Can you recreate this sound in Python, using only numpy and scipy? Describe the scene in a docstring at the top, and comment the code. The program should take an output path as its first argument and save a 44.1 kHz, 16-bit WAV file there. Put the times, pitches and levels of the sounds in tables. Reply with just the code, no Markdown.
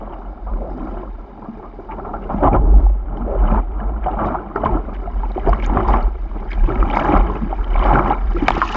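"""Choppy sea water slaps and gurgles against a paddled surfboard, heard by a camera on the board's nose.
Each wave builds, holds and drains. The air it traps rings as bubbles: big ones gurgle and plop,
small ones plink in the spray, all muffled by the camera's waterproof housing.
Underneath, the board and the camera mount shudder with a deep rumble as they ride over a small swell.
Near the end a wave smacks the housing and washes over it, fizzing."""
import sys
import numpy as np
from scipy import signal
from scipy.fft import rfft, irfft
from scipy.io import wavfile
from scipy.ndimage import uniform_filter1d, minimum_filter1d

SR = 44100
rng = np.random.default_rng(int(sys.argv[2]) if len(sys.argv) > 2 else 0)


def generate_wav(signal):
    """Clip the signal to [-1, 1] and save it as 16-bit WAV at the path in sys.argv[1]."""
    frames = np.transpose(np.atleast_2d(signal))
    scaled = np.clip(frames, -1, 1) * 32767
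    pcm = np.round(scaled).astype(np.int16)
    wavfile.write(sys.argv[1], SR, pcm)


N = 386316

# In the tables, t is the time, f the frequency, and ring the time a sound takes to fade by 60 dB.
# pitch at which board and mount flex: t/s, f/Hz
SHUDDER_PITCH = [(0.0, 43.25), (2.5, 41.5), (2.9, 45), (5.81, 44.26), (6.78, 38.55), (7.12, 42.1)]
# steady shaking of board and mount: t/s, level/dB
SHAKING = [(0, -32.5), (.65, -27), (1.2, -29), (1.3, -40.5), (1.8, -35), (2.3, -29.5), (2.5, -15.5),
           (3, -22), (4.28, -23), (4.45, -35.5), (5, -25.5), (6.2, -22.5), (7.45, -24), (8.4, -20.5),
           (8.76, -28)]
# bumps that set the board swinging: t/s, hold/s, level/dB
JOLTS = [(0.499, 0.06, -21.5), (2.627, 0.052, -10.5), (2.741, 0.13, -7), (3.427, 0.025, -10.5),
         (3.538, 0.05, -16), (3.841, 0.087, -20), (4.708, 0.045, -17), (5.153, 0.098, -20),
         (5.49, 0.03, -12), (5.663, 0.044, -14.5), (5.887, 0.045, -12), (6.046, 0.013, -13.5),
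         (6.61, 0.038, -11.5), (6.806, 0.033, -13.5), (7.176, 0.037, -9.5), (7.588, 0.021, -16.5),
         (7.759, 0.04, -11.5), (7.877, 0.017, -12), (8.247, 0.03, -14)]
# faint clicks during the strongest rumble: t/s
CLICK_TIMES = [2.741, 2.753, 2.777, 2.793, 2.805, 2.826, 2.839, 2.848, 2.861, 2.9]

# tone of each sound, meaning how strong its low and high parts are: f/Hz, relative level/dB
BUFFET_TONE = [(10, -14.5), (22, -0.5), (36, 4), (58, 3.5), (78, -3.5), (110, -29), (500, -120)]  # wind and chop pushing on the board
CLICK_TONE = [(500, -4), (2000, 0), (4500, -17), (7000, -50)]
THUD_TONE = [(35, -15), (60, 1), (100, -3.5), (165, -4), (230, -27), (1200, -120)]
GURGLE_TONE = [(110, -32.5), (185, 0), (210, 0.5), (263, -7), (339, -2.5), (430, -8), (560, -25),
               (950, -120)]
SPLASH_TONE = [(320, -22.5), (540, -1), (830, 1.5), (924, -5), (1010, -4), (1180, -7), (1360, -6.5),
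               (1450, -16.5), (1880, -29.5), (3190, -120)]
DROPLET_TONE = [(920, -35), (1560, -2), (1650, -2.5), (1770, -11), (1960, -11), (2150, -7.5), (2250, -7.5),
                (2600, -18.5), (2760, -19), (2950, -15), (3430, -27), (3750, -29.5), (4880, -56.5),
                (8250, -120)]
FIZZ_TONE = [(2180, -38.5), (3700, -3), (4150, -12), (4910, -8), (5710, -16), (6700, -18), (7500, -29),
             (9750, -54.5), (16500, -120)]
ON_HOUSING_TONE = [(1060, -42), (1800, 15), (2040, -5.5), (3010, 2.5), (3730, -10.5), (4080, -12.5),
                   (6540, -24), (7500, -25), (9750, -75.5), (16500, -120)]  # water right on the housing

# restless sea between the waves: t/s, chop level/dB, droplet level/dB, fizz level/dB
RESTLESS_SEA = [(0, -52.5, -63.5, -78), (1.2, -42, -59.5, -75.5), (2.4, -43.5, -60.5, -75.5),
                (2.9, -41, -61, -86.5), (3.7, -40, -58, -82.5), (4.9, -37, -55.5, -76),
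                (5.35, -39.5, -50, -71), (6.25, -41.5, -56.5, -74), (6.7, -35, -43, -68),
                (7.6, -36, -48, -70.5), (8.3, -42.5, -47.5, -68.5), (8.76, -32, -45, -45.5)]
# handfuls of water landing nearby: t/s, hold/s, droplet level/dB, fizz level/dB
SPATTERS = [(0.128, 0.021, -53.5, -80), (0.697, 0.25, -62, -72), (1.913, 0.011, -43, -72),
            (2.224, 0.0087, -44.5, -74), (2.44, 0.038, -44, -73), (2.532, 0.016, -41, -72.5),
            (3.166, 0.017, -53, -67), (4.029, 0.016, -46, -84), (4.244, 0.022, -44, -60),
            (4.65, 0.013, -36, -59), (4.935, 0.025, -47.5, -68), (5.63, 0.023, -34.5, -51),
            (5.871, 0.022, -50, -57), (6.508, 0.031, -36.5, -54), (6.95, 0.05, -42, -50.5)]
# single drops hitting the housing: t/s, level/dB, f/Hz
DROP_TICKS = [(3.801, -29, 1640), (4.035, -33.5, 1640), (4.559, -45, 4630), (5.318, -39, 3800),
              (5.403, -35, 1980), (5.4937, -35.5, 4800), (5.534, -29.5, 2940), (5.6, -25, 2240),
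              (5.625, -22, 2230), (5.6466, -31, 3600), (5.663, -29, 6550), (5.8815, -40, 4930),
              (5.936, -29, 2070), (6.0278, -39, 4330), (6.517, -23, 2240), (6.5314, -30, 3200),
              (6.692, -27.5, 2240), (6.7567, -24.5, 2190), (6.9009, -21, 2330), (6.912, -25.5, 3020),
              (6.971, -15.5, 2130), (6.997, -22, 2930), (7.046, -18.5, 1600), (7.1244, -22, 2360),
              (7.172, -20.5, 2160), (7.356, -31.5, 2500), (7.6437, -30.5, 3056), (7.7425, -24, 2240),
              (7.761, -21.5, 2240), (7.793, -27.5, 3070), (7.841, -27.5, 3080), (7.9401, -18, 1600),
              (7.9884, -16.5, 1620), (7.995, -25, 2160), (8.062, -29.5, 2330)]
# water sliding along the board's edge over a shrinking hollow: t/s, length/s, first f/Hz, last f/Hz,
# level/dB
SLURPS = [(0.575, 0.16, 498, 715, -32), (0.693, 0.27, 200, 362.4, -31.5), (3.248, .14, 468, 590, -25),
          (7.408, 0.074, 197, 227, -21)]
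# small waves lapping against the board; the last three rows are the splash of the wave smacking the housing:
# t/s, level/dB, ring/s
LAPS = [(0.125, -35, 0.1), (0.468, -37.5, 0.22), (1.444, -39.5, 0.24), (1.623, -40.5, 0.29),
        (1.887, -38, 0.19), (1.982, -30, 0.088), (2.047, -31.5, 0.22), (2.133, -29.5, 0.16),
        (2.292, -26, 0.29), (2.427, -19, 0.3), (2.541, -18, 0.13), (4.06, -21.5, 0.05), (4.185, -25, 0.43),
        (4.343, -24, 0.11), (4.557, -24, 0.12), (4.634, -21, 0.055), (5.461, -28, 0.19),
        (6.685, -29.5, 0.13), (8.106, -22.5, 0.078), (8.4825, -12, .025), (8.505, -31, .022),
        (8.744, -22.5, 0.055)]
# pockets of air trapped by slaps and falling drops: t/s, level/dB, f/Hz, ring/s
AIR_POCKETS = [(1.484, -24.5, 220, 0.22), (1.7875, -23.5, 368, 0.044), (1.89, -21, 864, 0.22),
               (2.137, -22, 1323, .09), (2.3431, -10.5, 204, 0.018), (2.864, -24, 774, 0.042),
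               (3.2047, -18.5, 227, 0.18), (3.5176, -10, 205, 0.17), (3.575, -13, 907, 0.055),
               (4.0643, -10, 714, 0.12), (4.3475, -7.5, 867, 0.031), (4.558, -17, 396, 0.16),
               (4.56, -17, 1265, 0.079), (4.6378, -6, 750, 0.028), (4.658, -7.5, 1003, 0.054),
               (4.7489, -10, 315, 0.12), (5.0743, -20.5, 681, 0.086), (5.233, -15.5, 870, 0.055),
               (5.36, -16, 357, 0.094), (5.378, -14, 741, 0.061), (5.4732, -4.5, 386, 0.027),
               (5.4843, -11, 682, 0.098), (5.53, -8.5, 1096, 0.024), (5.6966, -13.5, 860, 0.027),
               (5.7225, -14, 254, 0.045), (5.7716, -4.5, 1120, 0.025), (5.8855, -9, 966, 0.041),
               (5.938, -8, 1064, 0.029), (6.683, -14.5, 323, 0.058), (6.827, -9.5, 1213, 0.03),
               (6.9699, -3.5, 870, 0.018), (7.089, -13, 306, 0.15), (7.133, -6.5, 292, 0.093),
               (7.1392, -6.5, 734, 0.063), (7.527, -15, 747, 0.062), (7.7555, -9, 726, 0.0224),
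               (7.9057, -5, 825, 0.057), (7.956, -5.5, 1320, 0.033), (8.1063, -9.5, 810, 0.074),
               (8.3454, -15, 334, 0.23), (8.4228, -10, 280, 0.091), (8.483, 1, 703, 0.022),
               (8.506, -1.5, 850, 0.01), (8.5666, -13, 820, 0.024), (8.577, -11.5, 333, 0.031),
               (8.6172, -3.5, 1220, 0.02), (8.625, -7, 1018, 0.057)]
# a wave hitting the housing itself: t/s, level/dB
SMACKS = [(8.4824, -11.5), (8.505, -30.5)]
# notes the housing rings with when hit: f/Hz, relative level/dB, ring/s
HOUSING_NOTES = [(1665, 3.5, 0.026), (2275, 18, 0.0072), (3540, 3, 0.0082)]
# how bright the splashes are: t/s, brightness (higher means more treble and less bass)
BRIGHTNESS = [(0, 1), (2.2, 0.5), (2.45, -5), (3.2, 1.5), (3.6, 5), (5.5, 5), (7, 7.5), (8.4, 12.5),
              (8.6, 31)]
# the swell punching the underside of the board: t/s, hold/s, level/dB
THUMPS = [(2.53, 0.064, -22), (3.1, 0.028, -34), (4.655, 0.035, -25), (5.474, 0.012, -25.5),
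          (6.655, 0.035, -27), (7.933, 0.017, -20), (8.522, 0.04, -28)]
# waves surging against the board: crest t/s, rise/s, hold/s, fall/s, gurgle level/dB, splash level/dB,
# droplet level/dB
WAVES = [(0.0, .1, 0.025, 0.89, -34, -34, -57.5), (0.515, 0.09, 0.23, 0.18, -33.5, -38.5, -65),
         (0.814, 0.13, 0.22, 0.072, -32.5, -34.5, -56), (1.535, 0.035, 0.04, 0.36, -37, -46, -59.5),
         (1.978, 0.3, 0.34, 0.23, -32.5, -38.5, -69), (2.34, 0.072, 0.056, .1, -24.5, -32.5, -50.5),
         (2.433, 0.036, 0.049, 0.018, -15.5, -14.5, -44), (2.525, 0.025, 0.031, 0.042, -15.5, -22, -51),
         (2.614, 0.054, 0.19, 0.099, -25, -32.5, -61), (3.126, 0.036, 0.4, .15, -31.5, -35, -64),
         (3.511, 0.28, 0.056, 0.084, -23.5, -22.5, -44), (3.81, 0.083, 0.023, 0.15, -30, -31.5, -56),
         (4.075, 0.085, 0.22, 0.14, -29.5, -27.5, -49), (4.23, 0.096, 0.051, 0.26, -23, -24.5, -49),
         (4.579, 0.037, 0.032, 0.13, -27.5, -32, -50), (4.651, 0.053, 0.12, 0.049, -23.5, -25, -49),
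         (5.472, 0.13, 0.053, 0.57, -28, -30.5, -42.5), (5.775, 0.12, 0.022, 0.11, -17, -19.5, -40.5),
         (5.895, 0.078, 0.066, 0.12, -22.5, -19, -37), (6.694, 0.019, 0.18, 0.12, -24.5, -30, -51),
         (6.934, 0.11, 0.13, 0.14, -26, -21, -33.5), (7.108, 0.15, 0.069, 0.081, -20, -17, -35),
         (7.27, 0.25, 0.059, 0.15, -26.5, -31, -45.5), (7.857, 0.17, 0.021, 0.31, -23, -17.5, -32.5),
         (7.936, 0.034, 0.045, 0.15, -17.5, -16, -42), (8.07, 0.083, 0.045, 0.1, -22.5, -22.5, -36),
         (8.407, 0.11, 0.17, 0.078, -27, -33.5, -38.5), (8.757, 0.054, .02, 0.13, -27, -30, -25.5)]


def gain_of(db):
    """Turns decibels into a number to multiply a sound by."""
    return 10 ** (np.asarray(db) / 20)


def unit_level(x):
    """Scales a signal so that its average strength (rms) is 1."""
    return x / np.sqrt(np.mean(x ** 2) + 1e-20)


def curves(rows):
    """Joins the points of a time table with straight lines, giving one curve per column."""
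    times, *columns = np.transpose(rows)
    return [np.interp(np.arange(N) / SR, times, column) for column in columns]


def add(mix, start, sound):
    """Mixes a sound in, beginning at start seconds."""
    part = mix[max(round(start * SR), 0):][:len(sound)]
    part += sound[:len(part)]


def coloured(x, tone):
    """Gives a sound a tone and an rms of 1. The filter never rings ahead of a hit, so hits stay sharp."""
    hz, db = np.transpose(tone)
    log_hz = np.log(abs(np.fft.fftfreq(4096, 1 / SR)) + 1)
    log_gain = np.log(gain_of(np.interp(log_hz, np.log(hz), np.maximum(db, -120))))
    taps = np.fft.ifft(np.exp(np.conj(signal.hilbert(log_gain)))).real
    return unit_level(signal.oaconvolve(x, taps[:len(taps) // 2])[:N])


def noise(tone):
    """A rushing noise with the given tone."""
    return coloured(rng.standard_normal(N), tone)


def wander(hz):
    """A random drift of rms 1, about as fast as hz."""
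    t = np.arange(N) / SR
    coarse_t = np.arange(0, t[-1] + 1, 1 / 1000)
    f = np.fft.rfftfreq(len(coarse_t), coarse_t[1])
    spectrum = rfft(rng.standard_normal(len(coarse_t))) * np.exp(-(f / hz) ** 2)
    return unit_level(np.interp(t, coarse_t, irfft(spectrum, len(coarse_t))))


def steadied(x, window):
    """Evens out loudness changes slower than window samples and keeps the fine grain."""
    power = uniform_filter1d(uniform_filter1d(abs(x) ** 2, window), window)
    return x / np.sqrt(abs(power) + 1e-9)


def swells(floor_db, events):
    """Level in dB of events (t/s, rise/s, hold/s, fall/s, level/dB) over a floor; slopes span 20 dB."""
    t = np.arange(0, N, 32) / SR
    power = 0
    for crest, rise, hold, fall, db in events:
        drop_db = 20 * (np.maximum(crest - t, 0) / rise + np.maximum(t - crest - hold, 0) / fall)
        power += gain_of(db - drop_db) ** 2
    return 10 * np.log10(gain_of(floor_db) ** 2 + np.interp(np.arange(N) / SR, t, power))


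def bubble(hz, ring_s, rise):
    """A pocket of air starts ringing within one cycle and climbs in pitch as it nears the surface."""
    t = np.arange(int(1.2 * ring_s * SR) + 8) / SR
    swing = (1 - np.exp(-(2 * t * hz) ** 2)) * gain_of(-60 * t / ring_s)
    return swing / swing.max() * np.sin(2 * np.pi * hz * (t + rise * t * t / (2 * ring_s)))


def froth(tone, low_hz, high_hz, per_s, cycles, spread_db, rush_db, churn_db, churn_hz, window):
    """Bubbles of many sizes ring over the rush of the water; churning makes the level flutter."""
    swarm, sizes = np.zeros(N), 32
    for hz in np.geomspace(low_hz, high_hz, sizes):
        when, strength, chance = rng.random((3, 1000))
        gains = hz * gain_of(spread_db * np.minimum(-np.log(1 - strength), 4))  # a few are much louder
        born = chance < per_s * N / SR / sizes / len(chance)
        ring = bubble(hz, cycles / hz * rng.uniform(0.39, 2.15), rise=0.12)
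        for start, gain in zip(when[born] * N / SR, gains[born]):
            add(swarm, start, gain * ring)
    water = unit_level(swarm) + gain_of(rush_db) * rng.standard_normal(N)
    churn = gain_of(churn_db * wander(churn_hz))
    return steadied(coloured(water * churn, tone), window)


def patter(tone, per_s, spread_db):
    """Fine drops strike the housing at random moments: many small, a few large."""
    strength = gain_of(spread_db * np.minimum(rng.exponential(1, N), 3))
    hits = rng.random(N) < per_s / SR
    return coloured(strength * hits, tone)


def dull_or_bright(splash, split_hz=950):
    """Big smothered splashes are dull; thin sheets of water breaking close by are bright."""
    low = signal.sosfiltfilt(signal.butter(3, split_hz, fs=SR, output="sos"), splash)
    (brightness,) = curves(BRIGHTNESS)
    return low * gain_of(-0.3 * brightness) + (splash - low) * gain_of(0.41 * brightness)


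def faint_clicks():
    """Faint, quick clicks are heard during the strongest rumble."""
    clicks = np.zeros(N)
    for start, strength in zip(CLICK_TIMES, rng.uniform(0.4, 1, (len(CLICK_TIMES), 1))):
        add(clicks, start, strength)
    return gain_of(-77) * coloured(clicks, CLICK_TONE)


def board_shudder(jolt_rise_s=0.098, jolt_fall_s=0.12, sway_hz=9.05):
    """Board and mount flex at one low pitch; shaking keeps them swinging and bumps make it swell."""
    (shaking_db,) = curves(SHAKING)
    (hz,) = curves(SHUDDER_PITCH)
    jolts = [(start, jolt_rise_s, hold, jolt_fall_s, db) for start, hold, db in JOLTS]
    sway = steadied(wander(sway_hz) + 1j * wander(sway_hz), window=2800)  # strength and timing drift
    flex = np.sqrt(2) * (sway * np.exp(2j * np.pi * np.cumsum(hz) / SR)).real
    buffet = steadied(noise(BUFFET_TONE), window=3000)
    return gain_of(swells(shaking_db, jolts)) * (flex + gain_of(-10.5) * buffet)


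def fade_to_hiss(sound, tone, level_db, quiet_db):
    """Plays spray at level_db; as it sinks below quiet_db, a smooth hiss with little treble takes over."""
    hiss_share = 1 / (1 + gain_of(level_db - quiet_db) ** 2)
    hiss = signal.sosfilt(signal.butter(4, 5000, fs=SR, output="sos"), noise(tone))
    return gain_of(level_db) * (np.sqrt(1 - hiss_share) * sound + np.sqrt(hiss_share) * hiss)


def spray(spatter_rise_s=0.0082, spatter_fall_s=0.033):
    """Every wave and spatter throws droplets, whose tiny bubbles plink, and leaves foam that fizzes."""
    _, sea_droplet_db, sea_fizz_db = curves(RESTLESS_SEA)
    thrown = [(*shape, db, db - 24) for *shape, _, _, db in WAVES]  # fizz is weaker than the droplets
    thrown += [(start, spatter_rise_s, hold, spatter_fall_s, *levels) for start, hold, *levels in SPATTERS]
    droplet_db = swells(sea_droplet_db, [(*shape, db) for *shape, db, _ in thrown])
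    fizz_db = swells(sea_fizz_db + 3.5, [(*shape, db) for *shape, _, db in thrown])
    droplets = froth(DROPLET_TONE, 1600, 3750, per_s=900, cycles=38, spread_db=4,
                     rush_db=-1, churn_db=2.8, churn_hz=50, window=3600)
    fizz = froth(FIZZ_TONE, 3700, 7500, per_s=280, cycles=76, spread_db=3,
                 rush_db=3.5, churn_db=1.5, churn_hz=90, window=3600)
    fizz = unit_level(fizz + gain_of(-3) * patter(FIZZ_TONE, per_s=84, spread_db=4.5))
    return (fade_to_hiss(droplets, DROPLET_TONE, droplet_db, quiet_db=-58)
            + fade_to_hiss(fizz, FIZZ_TONE, fizz_db, quiet_db=-71))


def drop_ticks(ring_cycles=46, click_db=-20.5):
    """A drop landing on the housing gives a sharp click and a very short, high ping."""
    pings, clicks = np.zeros(N), np.zeros(N)
    t = np.arange(SR // 20) / SR
    for start, db, hz in DROP_TICKS:
        add(pings, start, gain_of(db) * bubble(hz, ring_cycles / hz, rise=0.06))
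        add(clicks, start, gain_of(db + click_db) * np.exp(-t / 0.0015))
    return pings + clicks * steadied(noise(ON_HOUSING_TONE), window=60)


def slurps(width_per_pitch=0.42):
    """Rushing water sounds a leaky hollow, whose breathy pitch rises as it fills."""
    out = np.zeros(N)
    for start, length, first_hz, last_hz, db in SLURPS:
        samples = int(length * SR)
        rush = rng.standard_normal((2, SR))
        lowpass = signal.butter(2, width_per_pitch * first_hz / 2, fs=SR, output="sos")
        flutter = signal.sosfilt(lowpass, rush[0] + 1j * rush[1])[-samples:]
        glide = np.exp(2j * np.pi * np.cumsum(np.geomspace(first_hz, last_hz, samples)) / SR)
        fade = signal.windows.tukey(samples, 0.5)
        add(out, start, gain_of(db) * unit_level((flutter * glide).real) * fade)
    return out


def laps():
    """A small wave hits the board (or, at the end, the big wave hits the housing): a sudden splash that sheds
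    three bubbles as it drains away."""
    force, bubbles = np.zeros(N), np.zeros(N)
    t = np.arange(SR // 3) / SR
    for start, db, ring_s in LAPS:
        add(force, start, gain_of(db - 60 * t / ring_s) * (1 - np.exp(-t / 0.0012)))
        for late, octaves in rng.random((3, 2)):
            ring = bubble(650 * 2 ** octaves, ring_s / 2, rise=0.22)
            add(bubbles, start + late * ring_s / 5, gain_of(db + 3) * ring)
    splash = dull_or_bright(steadied(noise(SPLASH_TONE), window=400))
    droplets = noise(DROPLET_TONE)
    return force * (gain_of(5) * splash + gain_of(-20.5) * droplets) + bubbles


def plops(wobble_s=0.00009, churn_db=2.5, churn_hz=142):
    """Trapped air rings and splits off smaller bubbles; churning water jostles their pitch and level."""
    rings, n = np.zeros(N), np.arange(N)
    for start, db, hz, ring_s in AIR_POCKETS:
        add(rings, start, gain_of(db) * bubble(hz, ring_s, rise=0.2))
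        for late, smallness in rng.random((3, 2)):
            piece = bubble(hz * 1.5 ** smallness, ring_s / 3, rise=0.2)
            add(rings, start + late * ring_s / 4, gain_of(db - 15.5) * piece)
    wobbling = np.interp(n + wobble_s * SR * wander(churn_hz), n, rings)
    return wobbling * unit_level(gain_of(churn_db * wander(churn_hz)))


def wave_over_housing(foam_db=-40, growth_db_per_s=23.5):
    """A wave smacks the housing and rings it; foam crackles ever louder as the water closes over it."""
    force, ring = np.zeros(N), np.zeros(N)
    t = np.arange(SR // 20) / SR
    notes = sum(gain_of(db - 60 * t / ring_s) * np.sin(2 * np.pi * hz * t)
                for hz, db, ring_s in HOUSING_NOTES)
    for start, db in SMACKS:
        add(force, start, gain_of(db) * np.exp(-t / 0.0043))
        add(ring, start, gain_of(db) * notes)
    foam = froth(ON_HOUSING_TONE, 2060, 7300, per_s=1200, cycles=27, spread_db=6,
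                 rush_db=-8, churn_db=4.5, churn_hz=80, window=2400)
    foam = unit_level(foam + gain_of(-6) * patter(ON_HOUSING_TONE, per_s=940, spread_db=3))
    since_smack_s = np.arange(N) / SR - SMACKS[0][0]
    foam_gain = (since_smack_s > 0) * gain_of(foam_db + growth_db_per_s * since_smack_s)
    crack = force * steadied(noise(ON_HOUSING_TONE), window=60)
    return ring + crack + foam_gain * foam


def sloshing_waves(thump_rise_s=0.029, thump_fall_s=0.1):
    """Big bubbles gurgle under the board, smaller ones splash where water breaks, and hard waves thud."""
    chop_db = curves(RESTLESS_SEA)[0] + 3 * wander(hz=29)  # the chop comes in separate licks
    gurgle_db = swells(chop_db + 2.5, [(*shape, db) for *shape, db, _, _ in WAVES])
    splash_db = swells(chop_db - 0.5, [(*shape, db) for *shape, _, db, _ in WAVES])
    gurgle = froth(GURGLE_TONE, 199.75, 450, per_s=200, cycles=31, spread_db=3.5,
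                   rush_db=7, churn_db=1.2, churn_hz=40, window=1700)
    splash = froth(SPLASH_TONE, 484, 1514, per_s=400, cycles=22.8, spread_db=3.5,
                   rush_db=11, churn_db=2, churn_hz=60, window=1700)
    thud = steadied(noise(THUD_TONE), window=2400)
    thumps = [(start, thump_rise_s, hold, thump_fall_s, db) for start, hold, db in THUMPS]
    thud_db = swells(1.267 * gurgle_db + 0.5, thumps)  # grows faster than the gurgle
    return (gain_of(thud_db) * thud + gain_of(gurgle_db - 1.4) * gurgle
            + gain_of(splash_db) * dull_or_bright(splash))


def scene():
    """Board and water both reach one microphone inside the housing."""
    background = board_shudder() + faint_clicks()
    water = sloshing_waves() + spray() + laps() + plops() + drop_ticks() + slurps() + wave_over_housing()
    return (background + water)[None]


def record(dry, cutoff_hz=7700):
    """A fast limiter turns the hardest slaps down to full scale; then the highest treble is cut off."""
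    safe_gain = minimum_filter1d(1 / np.maximum(abs(dry), 1), size=40)
    limited = dry * uniform_filter1d(safe_gain, size=40)
    lowpass = signal.firwin(511, cutoff_hz, window=("kaiser", 9), fs=SR)
    return signal.oaconvolve(limited, lowpass[None], "same")


dry = scene()
out = record(dry)
generate_wav(out)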